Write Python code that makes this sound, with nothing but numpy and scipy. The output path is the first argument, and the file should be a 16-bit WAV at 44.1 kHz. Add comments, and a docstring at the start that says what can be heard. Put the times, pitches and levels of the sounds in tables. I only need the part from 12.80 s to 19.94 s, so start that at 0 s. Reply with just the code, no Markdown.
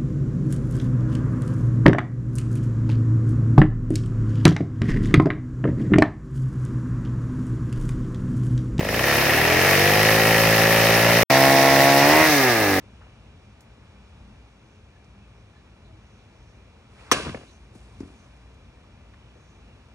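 """First comes a distant outdoor rumble, with far birds, scuffing shoes, sliding clothes and one clink.
Just after four seconds a bat swishes through the air and cracks a ball off a rubber tee in a back yard.
The bat rings, and a canopy overhead and the houses around throw the crack back. The ball thumps into
a net, drops to the dirt and rolls. A small stereo camera hears it all from a few metres away."""
import sys
import numpy as np
from scipy import signal
from scipy.fft import rfft, irfft
from scipy.io import wavfile

SR = 44100
rng = np.random.default_rng(int(sys.argv[2]) if len(sys.argv) > 2 else 0)


def to_wav(s):
    """Save 16-bit WAV."""
    ch = np.atleast_2d(s).T  # columns
    pcm = np.round(np.clip(ch, -1, 1) * 32767)  # PCM
    wavfile.write(sys.argv[1], SR, pcm.astype(np.int16))


N = 314874
TIME = np.arange(N) / SR
AGE = TIME[:SR]  # seconds since a short sound began
HIT_S = 4.3149  # the bat meets the ball


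def undb(db):
    """Turn decibels into a number to multiply by."""
    return 10 ** (np.asarray(db) / 20)


def unit(x):
    """Scale a sound to an average (rms) level of 1."""
    return x / np.sqrt(np.mean(x ** 2))


def lookup(rows, hz):
    """Read every column of a frequency table at hz."""
    freqs, *columns = np.transpose(rows)
    return [np.interp(np.log(hz + 1), np.log(freqs), c) for c in columns]


def bins(x):
    """The frequencies that make up x."""
    return np.fft.rfftfreq(x.shape[-1], 1 / SR)


def colour(x, rows):
    """Turn the lows and highs of x up or down by rows of pitch_hz, level_db."""
    return irfft(rfft(x) * undb(lookup(rows, bins(x))[0]), x.shape[-1])


def band(x, hz, ratio):
    """Keep mainly the part of x from hz / ratio to hz * ratio."""
    edges_hz = [hz / ratio, min(hz * ratio, SR / 2 - 1)]
    return signal.sosfilt(signal.butter(2, edges_hz, "band", fs=SR, output="sos"), x)


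# the two microphones: pitch_hz, left_minus_right_db, likeness (0 to 1), left_lag_s
MICROPHONES = [(60.14, 1, 1, .00016), (200.2, 1, 0.97, 0.00013), (389.2, 3, 0.95, 0.00019),
               (660, 4.5, 0.7, 0.00027), (1144, 2, 0.95, 0.000061), (1662, 1, 0.9, 0.000074),
               (2380, -1.5, 0.4, 0.000077), (3290, -1.5, 0.87, 0.0001892), (4000, -3.5, 0.1, 0.000168),
               (5930, -4, 0.9, 0.0001484), (8050, 1.5, 0, 0.00012), (15366, -0.5, .5, 0.00034)]
def diffuse(size):
    """Noise from all round: alike at both microphones in the bass, mostly less so higher up."""
    noise = rng.standard_normal((3, size))
    likeness = np.clip(lookup(MICROPHONES, bins(noise))[1], 0, 1)
    spectra = rfft(noise)
    return irfft(spectra[0] * np.sqrt(likeness) + spectra[1:] * np.sqrt(1 - likeness), size)


def hiss(hz, ratio, size=SR):
    """Steady noise around one pitch; a bigger ratio makes it broader."""
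    return unit(band(diffuse(size), hz, ratio))


def fade(t60):
    """Die away by 60 dB every t60 seconds."""
    return np.exp(-np.log(1000) * AGE / t60)


def fade_in(rise_s):
    """Climb from silence towards full level."""
    return 1 - np.exp(-AGE / rise_s)


def swell(rise_s):
    """A soft contact: loudest after rise_s, then dying away."""
    return AGE / rise_s * np.exp(1 - AGE / rise_s)


def arch(length_s):
    """A smooth rise and fall."""
    return np.sin(np.pi * np.clip(AGE / length_s, 0, 1))


def wander(db, rate_hz):
    """A level that drifts at random by about db."""
    return undb(db * np.interp(TIME * rate_hz, np.arange(200), rng.standard_normal(200)))


def grainy(db):
    """A level that jumps by about db, roughly every 3 ms."""
    return unit(undb(db * np.repeat(rng.standard_normal(N // 128 + 1), 128)[:N]))


def pan(x, db):
    """Make a sound db louder on the left than on the right."""
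    return x * undb(np.array([[db], [-db]]) / 2)


def add(out, start_s, sound):
    """Mix a sound in at start_s."""
    start = int(start_s * SR)
    out[:, start:start + sound.shape[-1]] += sound[..., :N - start]


def knock(hz, rise_s, sag):
    """A quickly dying tone whose pitch sags as the contact relaxes."""
    pitch = hz * (1 + sag * (np.exp(-AGE / (2 * rise_s)) - .5))
    return swell(rise_s) * np.sin(2 * np.pi * np.cumsum(pitch) / SR)


def sharp_click(rows):
    """The quickest click with the tone given by rows of pitch_hz, level_db."""
    cepstrum = irfft(np.log(undb(lookup(rows, bins(AGE))[0])), SR)
    # folding the late half onto the early half packs the energy at the start
    cepstrum[1:SR // 2] *= 2
    cepstrum[SR // 2 + 1:] = 0
    return irfft(np.exp(rfft(cepstrum)), SR)


def reverberation(rows, build_s):
    """A wash of echoes that builds up, then dies at each band's own rate."""
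    spectrum = rfft(unit(colour(diffuse(SR), rows)))
    hz, _, t60s = np.transpose(rows)
    shares = [np.interp(np.log(bins(AGE) + 1), np.log(hz), row) for row in np.eye(len(hz))]
    wash = sum(irfft(spectrum * share, SR) * fade(t60) for share, t60 in zip(shares, t60s))
    return wash * fade_in(build_s)


# tone of the distant noise: pitch_hz, level_db
OUTDOOR_TONE = [(24, -37.5), (33, -17.5), (42, -7), (57, 0.5), (120, -2), (155, -10), (210, -8), (300, -15),
                (900, -20), (1900, -26.5), (2700, -25), (3150, -27), (3750, -30.5), (4800, -35.5),
                (5700, -35), (7000, -40), (10000, -46), (15000, -70.5)]
# moments when it grows a little louder: peak_s, boost_db
OUTDOOR_SURGES = [(.1, 1.22), (1.35, 1.3), (5.3, 1.68), (7.0, 1)]
def outdoors(air_db=-51, surge_width_s=0.33):
    """Far rumble and hiss swell and waver, with a thin whine and a faint low hum."""
    air = unit(colour(diffuse(N), OUTDOOR_TONE))
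    rumble = signal.sosfiltfilt(signal.butter(2, 400, fs=SR, output="sos"), air)
    whine = undb(-72) * hiss(2370, 2 ** (1 / 36), N)
    hum = undb(-58) * hiss(58, 2 ** (1 / 20), N)
    surge_db = sum(db * np.exp(-((TIME - s) / surge_width_s) ** 2) for s, db in OUTDOOR_SURGES)
    air = air + rumble * (wander(1, rate_hz=6.3) - 1)
    return air * wander(0.4434, rate_hz=2) * undb(air_db + surge_db) + whine + hum


# gliding whistles: start_s, length_s, start_hz, end_hz, level_db
BIRD_WHISTLES = [(.122, 0.21, 3150, 2600, -68), (1.889, 0.144, 3000, 2450, -71),
                 (2.113, 0.107, 1764, 1680, -67), (2.359, 0.135, 2750, 2480, -67),
                 (2.712, 0.104, 1740, 1724, -65), (6.32, 0.24, 3050, 3034, -66.5),
                 (6.82, 0.22, 2880, 2670, -70.5)]
# low hoots: start_s, length_s, pitch_hz, level_db
BIRD_HOOTS = [(.06, 0.129, 203.6, -55.5), (.65, 0.121, 206, -53), (1.12, 0.156, 197, -54.5),
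              (1.44, 0.11, 205.8, -51), (2.32, 0.17, 203.2, -50), (3.049, 0.111, 645, -59),
              (3.108, 0.097, 316, -55.5), (3.509, 0.077, 647, -60.5)]
# many small birds at once: start_s, length_s, level_db
BIRD_TWITTERS = [(0.022, 0.64, -69), (6.678, 0.43, -74.5)]
def birds(waver_hz=25, smear_depth=.9, twitter_hz=2800):
    """Far birds: whistles smeared by the trees, plain hoots and a blur of twittering."""
    out = np.zeros((2, N))
    for start_s, length_s, start_hz, end_hz, db in BIRD_WHISTLES:
        pitch = np.interp(AGE, [0, length_s], [start_hz, end_hz])
        smear = 1 + smear_depth * hiss(waver_hz, 1.6)
        whistle = np.sin(2 * np.pi * np.cumsum(pitch) / SR)
        add(out, start_s, undb(db) * arch(length_s) * smear * whistle)
    for start_s, length_s, hz, db in BIRD_HOOTS:
        add(out, start_s, undb(db) * arch(length_s) * np.sin(2 * np.pi * hz * AGE))
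    for start_s, length_s, db in BIRD_TWITTERS:
        add(out, start_s, undb(db) * arch(length_s) * hiss(twitter_hz, 2 ** (1 / 7)))
    return out


# scuffs and taps: start_s, level_db, pitch_hz, fade_s, width_ratio
SHOE_SCUFFS = [(.207, -47, 978, 0.137, 1.48), (.258, -53, 715, .17, 1.64), (2.242, -58, 5600, .04, 1.27),
               (4.18, -52.5, 2210, 0.22, 1.25), (4.945, -57, 6300, .12, 1.42), (4.947, -53, 750, .09, 1.39),
               (5.742, -60.5, 6500, .029, 1.4), (6.038, -46, 1000, 0.0173, 1.2),
               (6.336, -50.5, 1400, .09, 1.67), (6.55, -51.5, 430, 0.186, 1.38)]
def scuffs(softness=0.234):
    """Shoes and gear make brief gritty contacts; longer scuffs start more softly."""
    out = np.zeros((2, N))
    for start_s, db, hz, fade_s, width in SHOE_SCUFFS:
        grit = unit(band(diffuse(SR) * grainy(db=3)[:SR], hz, width))
        add(out, start_s, undb(db) * fade(fade_s) * (1 - fade(fade_s * softness)) * grit)
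    return out


# sliding fabric: start_s, length_s, level_db, pitch_hz
CLOTH_SLIDES = [(0.549, 0.183, -77.5, 5500), (1.783, 0.263, -76.5, 6130), (2.518, 0.147, -75, 5700),
                (2.74, .09, -70.5, 4000), (3.025, 0.084, -68.5, 3850), (3.159, 0.34, -75, 5980),
                (3.365, 0.078, -70.5, 3850), (3.501, .32, -74, 5840), (4.661, 0.063, -62, 3880),
                (4.663, 0.131, -65.5, 6150), (5.324, 0.169, -69.5, 6150), (6.518, 0.316, -71.5, 6146)]
def clothes():
    """Clothes and gloves slide with a soft, high hiss as the batter moves."""
    out = np.zeros((2, N))
    for start_s, length_s, db, hz in CLOTH_SLIDES:
        add(out, start_s, undb(db) * arch(length_s) * hiss(hz, 2 ** (1 / 8)))
    return out


def clink(start_s=.8075, ring_hz=7200):
    """Gear clinks as the bat is lifted: a snap and a short ring, scattered under the canopy."""
    out = np.zeros((2, N))
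    snap = undb(-45) * fade(0.00385) * hiss(6000, 1.96)
    ring = undb(-54) * fade(0.0335) * np.sin(2 * np.pi * ring_hz * AGE)
    scatter = undb(-64) * fade(0.133) * hiss(7000, 1.8)
    add(out, start_s, snap + ring + scatter)
    return out


# tone of the rushing air: pitch_hz, level_db
SWISH_TONE = [(100, -10), (300, -5.5), (1000, -4), (2500, -9.5), (6000, -21), (10000, -26.5), (12000, -42),
              (14000, -55.5)]
def swing(start_s=4.02, speed_up_s=0.17, brake_s=.12, swish_db=-48.5):
    """Air rushes round the bat; the swish grows with the cube of its speed."""
    speed = np.tanh(np.maximum(TIME - start_s, 0) / speed_up_s)
    speed *= np.exp(-np.maximum(TIME - HIT_S, 0) / brake_s)
    near_db = 2.5 * np.exp(-((TIME - 4.205) / 0.021) ** 2)  # the bat passes nearer for a moment
    return undb(swish_db + near_db) * speed ** 3 * unit(colour(diffuse(N), SWISH_TONE))


# each rub: start_s, level_db
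RUB_SWELLS = [(4.09, -71), (4.54, -65.5), (4.92, -64.5), (5.16, -66.5)]
# tone of the rubbing: pitch_hz, level_db
RUB_TONE = [(500, -11.5), (2000, 1), (4000, 1.5), (6000, -1.5), (9500, -0.5), (12000, -19), (15000, -33)]
def rustle(rise_s=.03, hold_s=0.0795, fade_s=1.53, rest_db=-84):
    """Netting and shoes rub in grainy swells, never quite at rest."""
    power = undb(rest_db) ** 2
    for start_s, db in RUB_SWELLS:
        rise = np.clip((TIME - start_s) / rise_s, 0, 1)
        fall = np.exp(-np.log(1000) * np.maximum(TIME - start_s - rise_s - hold_s, 0) / fade_s)
        power = power + (undb(db) * rise * fall) ** 2
    return np.sqrt(power) * grainy(db=2) * unit(colour(diffuse(N), RUB_TONE))


# tone of the contact: pitch_hz, level_db
CLICK_TONE = [(300, -5), (1200, -1), (2800, 7), (4000, 3.5), (6000, -4.5), (9000, -4), (15000, -6.5)]
def contact_click():
    """The hard click as bat and ball touch."""
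    return undb(3) * sharp_click(CLICK_TONE)


def barrel_whistle(hz):
    """The thick end of the bat gives a very short, high whistle."""
    return pan(knock(hz, rise_s=.0006, sag=.01), -3)


def ball_pock():
    """The hollow knock of the squashed ball."""
    return undb(-2.5) * knock(1184.7, rise_s=0.000843, sag=0.54)


# the notes the bat rings with: pitch_hz, relative_db, fade_s
BAT_NOTES = [(299.14, -32, 0.4), (519.6, -30, .09), (730.2, -19.5, .10), (995, -17, .07), (1094, -20, .06),
             (1251, -19, .07), (1450.7, -22, .05), (1574.6, -18, .09), (1663, -18, 0.062), (1965, -20, .06),
             (2370, -20.5, .08), (2945, -19.5, .05), (3280, -16.5, 0.069), (3903, -23, 0.073),
             (4390, -25, .055), (4700, -28.5, .07), (5090, -25, 0.07), (5679, -21.5, .08), (5780, -21, .07),
             (5900, -20, .05), (6650, -24.5, 0.066), (7540, -31, 0.1), (8000, -28, .10), (9090, -25.5, .07),
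             (10470, -28.5, 0.0398)]
def bat_crack():
    """The hit: a click and a snap, then the ball's pock and the bat's ring."""
    out = np.zeros((2, N))
    bite = undb(-7) * knock(2976, rise_s=0.00029, sag=0.081)
    add(out, HIT_S, pan(bite - contact_click(), -3) + undb(-17) * barrel_whistle(5890))
    # countless short-lived high notes blur into a snap
    add(out, HIT_S, undb(-19) * fade(0.018) * unit(colour(diffuse(SR), CLICK_TONE)))
    # the squashed ball pushes for longer than the click lasts and sets off the lower notes
    clack = undb(-8) * knock(1766, rise_s=0.00087, sag=0.14)
    notes = sum(undb(db) * fade(fade_s) * np.sin(2 * np.pi * hz * AGE) for hz, db, fade_s in BAT_NOTES)
    ring = pan(undb(-3) * notes * fade_in(0.0016), -1)
    add(out, HIT_S + 0.00034, ball_pock() + clack + ring)
    return out


# single echoes: delay_s, level_db, pitch_hz, left_minus_right_db, whistle_db, whistle_hz
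NEAR_ECHOES = [(.0037, -2, 3878, -3.5, -10.5, 5930), (.0044, -1.5, 7500, 0.5, -17.5, 8970),
               (.0051, -5, 4300, -2.5, -23, 5750), (.0069, -2.5, 6510, -2, -18.5, 6020),
               (0.0101, -5.5, 5500, 3.5, -16.5, 6450), (0.0135, -8, 7500, 0, -20, 5870)]
# sound scattered under the canopy: pitch_hz, level_db, fade_s
CANOPY_WASH = [(59.9, -11, 0.26), (149.5, -6, 0.088), (400.5, -1.5, 0.068), (761, 1, 0.063),
               (1085, -4.5, 0.085), (1935, -4, .07), (3033, -3.5, 0.1), (3675, -10, 0.1), (4570, -7, 0.075),
               (5400, -9.5, 0.06), (6010, -3.5, 0.063), (7500, -13, 0.065), (9230, -7, .055),
               (11300, -18.5, 0.035), (15210, -27, 0.0429)]
def near_echoes():
    """The ground, a bucket and the canopy bounce back mainly the high part of the crack."""
    out = np.zeros((2, N))
    click, pock = contact_click(), undb(-16) * ball_pock()
    for delay_s, db, hz, pan_db, whistle_db, whistle_hz in NEAR_ECHOES:
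        glint = band(band(click, hz, 1.7), hz, 1.7)
        whistle = undb(whistle_db) * barrel_whistle(whistle_hz)  # beamed unevenly in each direction
        add(out, HIT_S + delay_s, pan(undb(db) * (glint + pock), pan_db) + whistle)
    add(out, HIT_S + .0042, undb(-11.5) * reverberation(CANOPY_WASH, build_s=0.00033))
    return out


# tone of the bat as it carries across the yard: pitch_hz, level_db
CARRIED_TONE = [(300, 0.5), (740, 1), (900, -6), (1020, 4), (1160, 4), (1390, -3.5), (1600, 5), (1870, -5),
                (2400, 0.5), (2860, 3), (3300, -0.5), (3650, -3.5), (4500, -0.5), (15000, -0.5)]
# the yard's lingering echo: pitch_hz, level_db, fade_s
YARD_WASH = [(49.88, -5, .9), (119.96, -1.5, 0.66), (250.6, -2, 1), (500, -0.5, 0.52), (741, -3.5, 0.72),
             (1395, -2, 0.49), (2491, -4.5, 0.683), (3990, -6, 0.58), (6200, -14.5, 0.69),
             (8000, -15.5, 0.56), (10530, -18, 0.57), (11600, -32, 0.2), (14923, -46, .15)]
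# separate echoes: delay_s, relative_db, pitch_hz
WALL_SLAPS = [(0.029, -16.5, 2600), (.030, -23.5, 500), (.046, -22, 1450), (.0525, -22, 1150),
              (.059, -21, 1300), (.0615, -29, 8000), (.070, -22.5, 1150), (0.0746, -25.5, 1600),
              (.084, -27, 523.5), (.089, -26.5, 1400), (0.1531, -25.5, 1203), (.162, -37.5, 7000),
              (0.179, -32.5, 1304), (.205, -36.5, 2500)]
def yard_echoes():
    """House walls, fence and sheds send the crack back as a wash and as separate slaps."""
    out = np.zeros((2, N))
    carried = sharp_click(CARRIED_TONE)
    wash = reverberation(YARD_WASH, build_s=0.01)
    add(out, HIT_S, undb(-24) * signal.fftconvolve(wash, carried[None], axes=1))
    for delay_s, db, hz in WALL_SLAPS:
        slap = band(band(carried, hz, 1.33), hz, 1.33)
        add(out, HIT_S + delay_s, undb(db - 2.5) * slap / np.abs(slap).max())
    return out


def thud(hz, grit_db, cycles, echo_db, sag=0.93, grit_hz=1100, flap=.06):
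    """A soft blow: a knock that peaks after some cycles, a gritty scrape and a weak yard echo."""
    rise_s = cycles / hz
    flutter = hiss(hz, 1.44)
    body = np.sqrt(1 - flap) * knock(hz, rise_s, sag) + np.sqrt(flap / 2) * swell(rise_s) * flutter
    grit = undb(grit_db) * swell(rise_s) * unit(band(band(diffuse(SR), grit_hz, 2.2), grit_hz, 2.2))
    echo = undb(echo_db) * fade(.17) * flutter * fade_in(0.00873)
    return body + grit + echo


def tee(thud_s=HIT_S + .0034, whip_s=HIT_S + .0185, whip_gap_s=.049):
    """The bat clips the rubber tee: a thud, its thinner echo off the ground, then the stem whips to and fro."""
    out = np.zeros((2, N))
    add(out, thud_s, undb(-12) * thud(320, grit_db=-25, cycles=0.47, echo_db=-20))
    add(out, thud_s + .0055, undb(-18) * thud(670, grit_db=-24.5, cycles=0.48, echo_db=-23.5))
    for k in range(3):
        add(out, whip_s + k * whip_gap_s, undb(-33) * thud(160, grit_db=-22.5, cycles=.45, echo_db=-20))
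    return out


# ball and frame jerk the net tight: start_s, level_db, pitch_hz, grit_db, grit_hz
NET_TUGS = [(4.3983, -32.5, 447, -10, 1400), (4.430, -34, 230, -12, 2200), (4.456, -32.5, 330, -9, 2000),
            (4.4635, -28, 480, -10, 1000), (4.4665, -26.5, 249.8, -10, 1100), (4.479, -37, 560, -2, 1500),
            (4.491, -29.5, 351, -8.5, 1900), (4.5451, -22, 508, -10, 1098), (4.571, -38, 600, -7.5, 1300),
            (4.611, -42.5, 618, -9, 1100), (4.633, -43.5, 564, -8.5, 1100), (4.952, -41, 311, -23, 1100)]
def net(rattle_s=4.40, billow_s=4.45, cutoff_hz=6500):
    """The net catches the ball: cords rattle, it billows, and the slack cloth heaves after each jerk."""
    out = np.zeros((2, N))
    add(out, billow_s, undb(-35.5) * swell(0.034) * hiss(91.54, 1.6))
    cords = unit(band(diffuse(SR) * grainy(db=7)[:SR], 1900, 1.8))
    add(out, rattle_s, undb(-49) * swell(.05) ** 2 * cords)
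    for start_s, db, hz, grit_db, grit_hz in NET_TUGS:
        jerk = thud(hz, grit_db, cycles=0.98, echo_db=-19.5, grit_hz=grit_hz)
        slap = undb(grit_db - 7) * fade(0.0143) * hiss(grit_hz, 1.64)
        heave = undb(-4.5) * thud(hz * .55, grit_db - 6.5, cycles=0.7, echo_db=-22)
        for delay_s, part in [(0, jerk), (.001, slap), (.0045, heave)]:
            add(out, start_s + delay_s, undb(db) * part)
    return signal.sosfilt(signal.butter(4, cutoff_hz, fs=SR, output="sos"), out)


# the ball lands and skips: start_s, relative_db, pitch_hz
BALL_LANDINGS = [(5.2051, -23.5, 290.8), (5.2303, -30, 261), (5.256, -36.5, 265), (5.277, -42, 280),
                 (5.301, -39, 250)]
def ball_drop(tap_hz=1000, sand_hz=5400, push_s=0.0076):
    """The ball hits the dirt with a tap, a spray of sand and a low boom, then skips and rolls."""
    out = np.zeros((2, N))
    first_s = BALL_LANDINGS[0][0]
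    for db, hz in [(-51, tap_hz), (-51.5, sand_hz)]:
        add(out, first_s - .002, undb(db) * fade(0.059) * hiss(hz, 1.35))
    boom = undb(-43) * knock(85, rise_s=0.0236, sag=.1)
    roll = undb(-44) * fade(0.387) * fade_in(0.0107) * hiss(300, 1.275)
    add(out, first_s, boom + roll)
    for start_s, db, hz in BALL_LANDINGS:
        push = undb(-4) * arch(push_s) ** 2 * np.sin(2 * np.pi * hz * AGE)
        bump = undb(-6.5) * thud(hz, grit_db=-22.5, cycles=0.65, echo_db=-17.5, sag=0.19)
        add(out, start_s, undb(db) * (push + bump))
    return out


def scene():
    """Mix it all; sound reaches the right microphone first, and each microphone has its own tone."""
    action = swing() + bat_crack() + near_echoes() + yard_echoes() + tee() + net() + ball_drop()
    background = clink() + scuffs() + rustle() + clothes() + birds() + outdoors()
    hz = bins(action)
    balance_db, _, lag_s = lookup(MICROPHONES, hz)
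    left = undb(balance_db / 2) * np.exp(-2j * np.pi * hz * lag_s)
    right = undb(-balance_db / 2)
    return irfft(rfft(action + background) * np.array([left, right]), N)


def record(dry):
    """The camera rounds the loudest peaks and cuts the sound below 34 Hz and above 15900 Hz."""
    rounded = np.tanh(0.7901 * dry) / 0.8198
    sound = signal.sosfilt(signal.butter(4, 34, "high", fs=SR, output="sos"), rounded)
    return signal.sosfilt(signal.ellip(8, .2, 70, 15900, fs=SR, output="sos"), sound)


dry = scene()
out = record(dry)
to_wav(out)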